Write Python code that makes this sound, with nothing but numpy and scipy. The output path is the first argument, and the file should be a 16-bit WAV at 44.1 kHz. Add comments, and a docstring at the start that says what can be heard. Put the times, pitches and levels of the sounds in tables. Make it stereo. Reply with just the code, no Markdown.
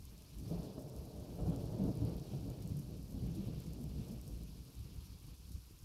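"""Far thunder rolls in over a garden in overlapping peals and dies away; light rain hisses and ticks on leaves.
Thunder is shaped random shocks and noise, with low booms and sharp shocks; rain is patchy noise and noise clicks.
A phone holds two microphones: the left is open, the right is covered, so it hears dull, with its lows late.
At the end a gust thumps the open port, and wind filtering thins its bass for moments."""
import sys
import numpy as np
from scipy import signal
from scipy.fft import rfft, irfft, next_fast_len
from scipy.io import wavfile
from scipy.ndimage import uniform_filter1d, map_coordinates

SR = 44100
rng = np.random.default_rng(int(sys.argv[2]) if len(sys.argv) > 2 else 0)


def waveform_to_disk(signal):
    """Save audio, clipped to [-1, 1], as 16-bit WAV at the path in sys.argv[1]."""
    frames = np.transpose(np.atleast_2d(signal))
    scaled = np.clip(frames, -1, 1) * 32767
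    samples = np.round(scaled).astype(np.int16)
    wavfile.write(sys.argv[1], SR, samples)


N = 257544
TIME = np.arange(N) / SR  # s
DROP_T60 = 0.0035  # s, time in which a drop's click decays by 60 dB

# spectrum of water striking near leaves: (frequency [Hz], relative density [dB])
LEAF_SPECTRUM = [(4000, -9), (5500, -1.5), (8040, -8), (10000, -4.5), (12500, -3.5), (14500, -8.5),
                 (15800, -9)]


def amp(db):
    """Decibels to amplitude ratio: 20 dB is a factor of ten."""
    return 10 ** (np.asarray(db) / 20)


def unit(x):
    """Normalisation to an rms of 1."""
    return x / np.sqrt(np.mean(x ** 2) + 1e-20)


def curves(rows):
    """Linear interpolation: one value per sample for each column after the time."""
    s, *columns = np.transpose(rows)
    return [np.interp(TIME, s, column) for column in columns]


def wobble(rate):
    """Spline interpolation of random values: a smooth curve with rate knots a second."""
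    knots = rng.standard_normal(int(N * rate / SR) + 4)
    return map_coordinates(knots, [TIME * rate])


def filtered(x, response):
    """Linear filtering: the spectrum of x times a complex response of frequency."""
    m = next_fast_len(N + SR // 2)
    return irfft(rfft(x, m) * response(np.fft.rfftfreq(m, 1 / SR)), m)[..., :N]


def coloured(x, points):
    """Spectral shaping by (Hz, dB) points on a log frequency axis, weaker outside them, rms 1."""
    f, db = np.transpose(points)

    def response(hz):
        return amp(np.interp(np.log(hz + 1), np.log(f), db, db[0] - 19, db[-1] - 28))

    return unit(filtered(x, response))


def shocks(per_s, spread_db):
    """Impulsive radiation: the kinks of the lightning channel give random shocks, a few much larger."""
    chance, sign, height = rng.random((3, N))
    struck = chance < per_s / SR
    return unit(struck * np.sign(sign - 0.5) * amp(-spread_db * np.log(height + 1e-9)))


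def evened(x, span_s, share):
    """Level evening: divides x by part of its running envelope over span_s, for a steadier rumble."""
    power = np.abs(signal.fftconvolve(x ** 2, np.hanning(round(span_s * SR)), "same"))
    return unit(x / (power / power.mean() + 0.15) ** (np.clip(share, 0, 1) / 2))


def roll():
    """Filtered shocks and noise: distance and echoes blur the roll, and its bright parts follow a curve."""
    # course of the roll: (time [s], level [dB], brightness relative to the level [dB], deep rumble [dB])
    roll_rows = [(0.0, -56.5, -23.5, -52), (0.21, -64, -9, -58), (0.37, -54.5, -22.5, -61),
                 (0.53, -46.5, -8, -55), (0.71, -51.5, -6, -67), (1.24, -51, -8.5, -55),
                 (1.46, -42.5, -11, -42), (1.5, -38, -16.5, -53), (1.53, -44.5, -5, -45),
                 (1.66, -41.5, -11.5, -48), (1.69, -45, -9, -57), (1.85, -36.5, -14.5, -56),
                 (1.93, -41.5, -13, -55), (2.68, -47.5, -15, -52), (2.78, -42, -24, -56),
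                 (2.85, -48.5, -15.5, -55), (3.03, -50, -18, -48), (3.25, -43.5, -18.5, -45),
                 (3.72, -48.5, -16.5, -55), (3.92, -49, -15.5, -47), (4.0, -41.5, -22.5, -54),
                 (4.05, -49.5, -14, -56), (4.49, -52.5, -20, -51), (4.59, -54.5, -20.5, -63),
                 (5.41, -59, -22, -52.5), (5.84, -60, -26, -55.5)]
    # surges in which the deep rumble heaves: (centre [s], rms before the lulls [dB])
    surge_rows = [(.07, -55), (.39, -46.5), (.57, -46.5), (.79, -56), (1.0, -46.5), (1.2, -49.5),
                  (1.45, -44), (1.67, -47), (1.86, -47), (2.01, -44), (2.15, -46), (2.45, -48), (2.71, -52),
                  (3.21, -52), (3.44, -46), (3.57, -48), (3.7, -49), (3.98, -46.5), (4.17, -45),
                  (4.35, -50), (4.58, -49.5), (4.81, -46.5), (4.98, -46.5), (5.13, -51), (5.28, -57),
                  (5.53, -50)]
    # claps, where the bright parts jump up and sink back: (start [s], nominal jump [dB], sink time [s])
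    clap_rows = [(.505, 10, 0.058), (.775, 7.5, 0.032), (1.386, 7.5, 0.059), (1.455, 6, 0.037),
                 (1.515, 2.5, 0.058), (1.8, 3, 0.044), (1.875, 4, 0.034), (2.01, 5, 0.058),
                 (2.33, 5.5, .05), (2.45, 6.5, 0.071), (3.36, 4, 0.022), (3.97, 1, 0.027), (4.06, 4, 0.045),
                 (4.85, 6, .03)]
    # lulls, where the low roll dips briefly: (centre [s], dip [dB])
    lull_rows = [(.28, 7), (.745, 2), (1.12, 5), (1.26, 4), (1.38, 4), (1.95, 7), (2.265, 9), (2.55, 8),
                 (3.08, 6.5), (3.45, 6.5), (3.625, 5), (3.76, 2.5), (4.06, 3), (4.22, 3.5), (4.72, 10),
                 (4.885, 5), (5.06, 2), (5.19, 9), (5.37, 6), (5.64, 3)]
    # spectra of the four layers, lowest first: (frequency [Hz], relative density [dB])
    deep_spectrum = [(12, -40), (22, -9), (36, -11), (45, -2), (55, 2), (64, 3), (80, -7), (100, -4.5),
                     (130, -28)]
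    body_spectrum = [(44, -19), (75, -14.5), (119, 0.5), (172, 0), (190, -0.5), (227, -8.5), (260, -9),
                     (340, -20.5), (570, -120)]
    edge_spectrum = [(130, -30), (215, -7), (237, -8.5), (285, -1.5), (356, -3.5), (400, -10), (520, -12),
                     (880, -120)]
    crackle_spectrum = [(210, -34), (360, -18.5), (434, -5.5), (524, -14), (594, -6.5), (664, -11.5),
                        (1900, -43), (2470, -76), (4180, -120)]
    surge_s, lull_s, clap_rise_s = 0.039, 0.016, 0.0066  # s, two Gaussian widths and a ramp
    body_db, edge_db, crackle_db = 1, -2.5, 3.35  # dB, layers relative to the level
    edge_tilt, edge_jumps, edge_dips = 0.33, 0.33, 0.47  # share of brightness, claps and lulls in the edge

    steps = shocks(per_s=900, spread_db=2)
    level_db, bright_db, deep_db = curves(roll_rows)
    surge_power = sum(amp(2 * db) * np.exp(-((TIME - s) / surge_s) ** 2) for s, db in surge_rows)
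    clap_db = sum(db * np.clip((TIME - s) / clap_rise_s, 0, 1) * np.exp(-np.abs(TIME - s) / sink_s)
                  for s, db, sink_s in clap_rows)
    lull_db = sum(db * np.exp(-((TIME - s) / lull_s) ** 2 / 2) for s, db in lull_rows)
    knots_db = 1.3 * wobble(14)

    deep_gain = np.sqrt(amp(2 * deep_db) + surge_power) * amp(-lull_db)
    body_gain = amp(level_db + body_db - lull_db + knots_db)
    edge_gain = amp(level_db + edge_db + edge_tilt * bright_db
                    + edge_jumps * clap_db - edge_dips * lull_db + 1.26 * knots_db)
    crackle_gain = amp(level_db + crackle_db + bright_db + clap_db + 0.98 * knots_db)

    def layer(gain, spectrum, span_s, share):
        source = steps + 1.02 * rng.standard_normal(N)
        return gain * evened(coloured(source, spectrum), span_s, share)

    return (layer(deep_gain, deep_spectrum, span_s=0.079, share=0.55)
            + layer(body_gain, body_spectrum, span_s=0.11, share=0.8)
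            + layer(edge_gain, edge_spectrum, span_s=0.077, share=0.39)
            + layer(crackle_gain, crackle_spectrum, span_s=0.027, share=0.13))


def booms():
    """Amplitude modulation: each boom is a low sine under a swell that rises faster than it falls."""
    # single booms that stand out of the roll: (centre [s], peak [dB], pitch [Hz], nominal half length [s])
    boom_rows = [(0.462, -45.5, 107, 0.034), (0.517, -34.5, 160, 0.02), (0.521, -39.5, 288, 0.012),
                 (0.549, -40, 175.4, 0.046), (0.6, -36.5, 168, 0.0068), (0.647, -45, 301, 0.011),
                 (0.786, -45, 270, 0.026), (0.857, -42, 144, 0.016), (1.404, -39, 170, 0.023),
                 (1.469, -31, 83, 0.0059), (1.493, -41, 284, 0.013), (1.494, -24.5, 169, 0.0094),
                 (1.547, -37.5, 276, 0.022), (1.566, -37, 118, 0.015), (1.649, -36, 119, 0.013),
                 (1.819, -30, 191, 0.021), (1.862, -35, 283, 0.018), (1.886, -34.5, 181, 0.02),
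                 (1.898, -34, 303, 0.011), (1.935, -41, 144, 0.03), (1.975, -36, 143, 0.0089),
                 (2.029, -34.5, 287, 0.017), (2.033, -33, 107, 0.029), (2.353, -35.5, 139, 0.026),
                 (2.449, -39.5, 104.3, 0.03), (2.462, -40, 278, 0.016), (2.516, -38, 128, 0.015),
                 (2.654, -35, 169, 0.0088), (2.775, -35, 147.8, 0.019), (3.238, -38, 127, 0.02),
                 (3.293, -36.5, 172.4, 0.019), (3.378, -39.5, 325, 0.02), (3.392, -37, 194, 0.031),
                 (3.474, -40.5, 115, 0.018), (3.577, -39.5, 145, 0.0077), (3.687, -38.5, 164, 0.018),
                 (3.819, -42, 241, 0.017), (3.863, -42, 151, 0.02), (3.99, -37.5, 150.4, 0.026),
                 (4.104, -39, 179, 0.0068), (4.131, -41, 228, 0.012), (4.319, -42.5, 54.2, 0.049),
                 (4.4, -39.5, 56, 0.03), (4.802, -50.5, 107, 0.034), (4.851, -41.5, 155, 0.0066),
                 (4.994, -46.5, 94, 0.02),]
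    out = np.zeros(N)
    for s, db, hz, half_s in boom_rows:
        near = slice(round((s - 0.08) * SR), round((s + 0.12) * SR))
        t = TIME[near] - s
        width_s = half_s * np.where(t < 0, 0.7, 1.1)
        swell = np.exp(-(t / width_s) ** 2 / 2)
        out[near] += amp(db) * swell * np.sin(2 * np.pi * hz * t + rng.uniform(0, 2 * np.pi))
    return out


def pushes(rows):
    """Bipolar pressure pulse, a Gaussian's derivative: a push, then a pull, peaking at the row's level."""
    out = np.zeros(N)
    for s, db, width_s in rows:
        u = (TIME - s) / width_s
        out -= amp(db) * u * np.exp((1 - u ** 2) / 2)
    return out


def sharp_shocks():
    """Bipolar pressure pulses: compression and rarefaction follow each other within milliseconds."""
    # single sharp shocks, and a small late blip: (centre [s], peak [dB], width [s])
    shock_rows = [(.514, -31, 0.0012), (.781, -31, 0.00073), (1.401, -32.5, 0.00061), (1.494, -42, 0.0009),
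                  (1.891, -30.5, 0.0005), (2.72, -28, 0.0014), (3.986, -33.5, 0.002),
                  (5.71, -42.5, 0.00086)]
    return pushes(shock_rows)


def ticks(rows, t60):
    """Impact sound: each drop is a decaying click of noise in a band around its own pitch."""
    t = np.arange(256) / SR
    hz = np.fft.rfftfreq(len(t), 1 / SR)
    s, db, centre_hz = np.transpose(rows)[:, :, None]
    band = np.exp(-(np.log((hz + 1) / centre_hz) / 0.74) ** 2)
    noise = irfft(rfft(rng.standard_normal((len(s), len(t)))) * band)
    click = noise * amp(-60 * t / t60) * (1 - np.exp(-t / 0.0004))
    click /= np.abs(click).max(axis=1, keepdims=True)
    at = np.round(s * SR).astype(int) + np.arange(len(t))
    return np.bincount(at.ravel(), (amp(db) * click).ravel(), N + SR)[:N]


def near_drops():
    """Impact sound: drops click on the nearest leaves."""
    # near drops: (time [s], peak [dB], pitch centre [Hz])
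    drop_rows = [(.053, -38, 10600), (.1887, -49, 10000), (.346, -44, 9600), (.3858, -39, 9400),
                 (.8229, -40.5, 11800), (.898, -42, 10900), (.9636, -40, 10400), (1.0537, -41, 13000),
                 (1.1984, -46, 10000), (1.3559, -42, 11600), (1.4086, -43, 9400), (1.4993, -41, 8700),
                 (1.7236, -42, 11200), (1.8393, -42, 10400), (1.9533, -42, 10800), (1.9734, -41, 9800),
                 (2.0507, -40, 10600), (2.0966, -45, 9900), (2.1665, -40, 10600), (2.1976, -42, 8900),
                 (2.3505, -43, 12100), (2.4086, -45, 11600), (2.4623, -45, 11200), (2.6241, -42, 10000),
                 (2.6755, -38, 10300), (2.6951, -45, 10300), (2.7688, -41, 11900), (2.7727, -45, 8100),
                 (2.7908, -42, 9400), (2.7953, -38.5, 13300), (3.0283, -43, 11200), (3.1082, -45, 10900),
                 (3.1232, -44, 9500), (3.1945, -46, 11100), (3.6224, -46, 12300), (3.7341, -37, 9700),
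                 (3.8102, -46, 11300), (3.8403, -40.5, 8900), (4.0834, -45, 9900), (4.2137, -42, 9300),
                 (4.2781, -38, 9800), (4.435, -40.5, 11400), (4.7525, -41, 9400), (4.7927, -45, 9500),
                 (5.0676, -45, 9800), (5.1212, -44, 11200), (5.2662, -47, 10200), (5.4945, -43, 11700),
                 (5.5188, -43.5, 9100), (5.7892, -46, 9800)]
    return ticks(drop_rows, DROP_T60)


def sprays():
    """Amplitude-modulated noise: each spray swells fast and thins out slowly."""
    # soft bursts of spray in the leaves: (centre [s], rms at the centre [dB], nominal half length [s])
    spray_rows = [(0.3, -64, .008), (0.393, -60, .008), (0.484, -59.5, 0.016), (0.637, -61, 0.014),
                  (.795, -61, 0.01), (.88, -64, .008), (.974, -61, .009), (1.47, -60.5, 0.011),
                  (1.6, -63, 0.017), (1.86, -64, 0.02), (2.348, -64, .01), (2.622, -61, 0.0067),
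                  (2.68, -64, 0.011), (2.783, -64, 0.029), (3.092, -64, .02), (3.263, -62, 0.0051),
                  (3.352, -59, .0075), (3.452, -63, 0.0097), (3.664, -58.5, 0.0041), (4.086, -59, .004),
                  (4.116, -57.5, .01), (4.26, -64, 0.046), (4.83, -67, .02), (5.048, -61, 0.011),
                  (5.518, -62, 0.013)]
    swell = np.zeros(N)
    for s, db, half_s in spray_rows:
        width_s = half_s * np.where(TIME < s, 0.35, 1.9)
        swell += amp(db) * np.exp(-((TIME - s) / width_s) ** 2 / 2)
    return swell * coloured(rng.standard_normal(N), LEAF_SPECTRUM)


def patchy(points, patchy_db, tall, long):
    """Non-stationary noise: the level drifts in patches, tall bins of pitch by long frames of time."""
    z = signal.stft(rng.standard_normal(N), nperseg=256)[2]
    field = uniform_filter1d(rng.standard_normal(z.shape), round(tall), 0)
    field = uniform_filter1d(field, round(long), 1)
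    noise = signal.istft(z * amp(patchy_db * unit(field)), nperseg=256)[1][:N]
    return coloured(noise, points)


def rain():
    """Incoherent summation: countless impacts merge into far hiss and near fizz, under small single drops."""
    # course of the rain: (time [s], strength before the hiss offset [dB])
    rain_rows = [(0, -70.5), (.36, -69.5), (.58, -66.5), (.85, -71), (2.05, -66.5), (2.9, -69.5),
                 (3.12, -71.5), (3.22, -67.5), (3.5, -66.5), (3.8, -69), (4.0, -67.5), (4.3, -69.5),
                 (5.0, -68.5), (5.84, -71.5)]
    # spectrum of rain on far foliage: (frequency [Hz], relative density [dB])
    foliage_spectrum = [(350, -41), (620, -20), (729, -0.5), (1080, 2.5), (1310, -2), (1640, -5),
                        (2000, -7.5), (2330, -0.5), (2650, 1), (3510, 0.5), (4600, 3), (5400, -0.5),
                        (6300, -9), (8000, -18), (10400, -40)]
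    hiss_db, fizz_db, fizz_follows = 5.5, -63.5, 0.13  # dB over the strength; dB; share of its changes

    strength_db, = curves(rain_rows)
    hiss = amp(strength_db + hiss_db) * patchy(foliage_spectrum, patchy_db=1.78, tall=10, long=9)
    fizz_gain = amp(fizz_db + fizz_follows * (strength_db - strength_db.mean()))
    fizz = fizz_gain * patchy(LEAF_SPECTRUM, patchy_db=1.5, tall=40, long=5)

    when, height, pitch = rng.random((1500, 3)).T
    small = np.transpose([when * N / SR, -61 - 3.23 * np.log(height), 6000 * 2.2 ** pitch])
    return hiss + fizz + ticks(small, DROP_T60)


def gust():
    """Wind pressure on a port: each thump is one slow push and pull."""
    # gust thumps on the open port: (centre [s], peak [dB], width [s])
    thump_rows = [(5.464, -54, 0.0042), (5.509, -41.5, 0.001), (5.55, -35.5, 0.0034), (5.833, -43, 0.0044)]
    return pushes(thump_rows)


def stirring_air():
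    """Turbulent pressure noise: air stirring at a port is a steady low rumble."""
    # spectrum of the stirring: (frequency [Hz], relative density [dB])
    stir_spectrum = [(20, -1.5), (45, -9), (80, -12), (130, -5), (250, -45.5)]
    return amp(-61.5) * coloured(rng.standard_normal(N), stir_spectrum)


def covered(x):
    """First-order low-pass of a leaky seal: it dulls the treble, and its phase lag delays the lows."""
    def response(hz):
        advance = np.exp(2j * np.pi * hz * 8e-5)  # 80 microseconds, offsets part of the lag
        return advance / (1 + 1j * hz / 80)

    return amp(6.5) * filtered(x, response)


def scene():
    """Partial coherence: both ports share most of the thunder, but hear rain from other directions."""
    thunder, thumps = roll() + booms() + sharp_shocks(), gust()
    left = thunder + rain() + near_drops() + sprays() + thumps + stirring_air()
    # a second, independent roll reaches only the covered port
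    right = covered(0.77 * thunder + 0.3 * roll() + rain() + 0.58 * thumps + stirring_air())
    return np.array([left, right])


def record(dry):
    """Recording chain: wind filtering thins the left bass for moments; self-noise, bass cut, weaker top treble."""
    # the left bass thins: (start [s], end [s], share of amplitude lost)
    dropout_rows = [(5.337, 5.46, 0.54), (5.587, 5.812, 0.98)]
    # self-noise of the covered microphone: (frequency [Hz], relative density [dB])
    self_noise_spectrum = [(600, -106), (2000, -110), (5000, -113), (8000, -119), (11000, -112),
                           (14300, -105), (15700, -112)]
    fade_s, top_treble_hz, top_treble_db, limit_hz = 0.0089, 14600, -8, 15770

    gone = sum(np.clip(lost, 0, 1) * np.clip(np.minimum(TIME - start, end - TIME) / fade_s, 0, 1)
               for start, end, lost in dropout_rows)
    bass = filtered(dry[0], lambda hz: 1 / (1 + (hz / 300) ** 12))
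    self_noise = amp(-83) * coloured(rng.standard_normal(N), self_noise_spectrum)
    both = np.array([dry[0] - gone * bass, dry[1] + self_noise])

    def response(hz):
        bass_cut = (1j * hz / (33 + 1j * hz)) ** 2
        top_treble = amp(top_treble_db * (hz > top_treble_hz))
        return bass_cut * top_treble * (hz < limit_hz)

    return filtered(both, response)


dry = scene()
out = record(dry)
waveform_to_disk(out)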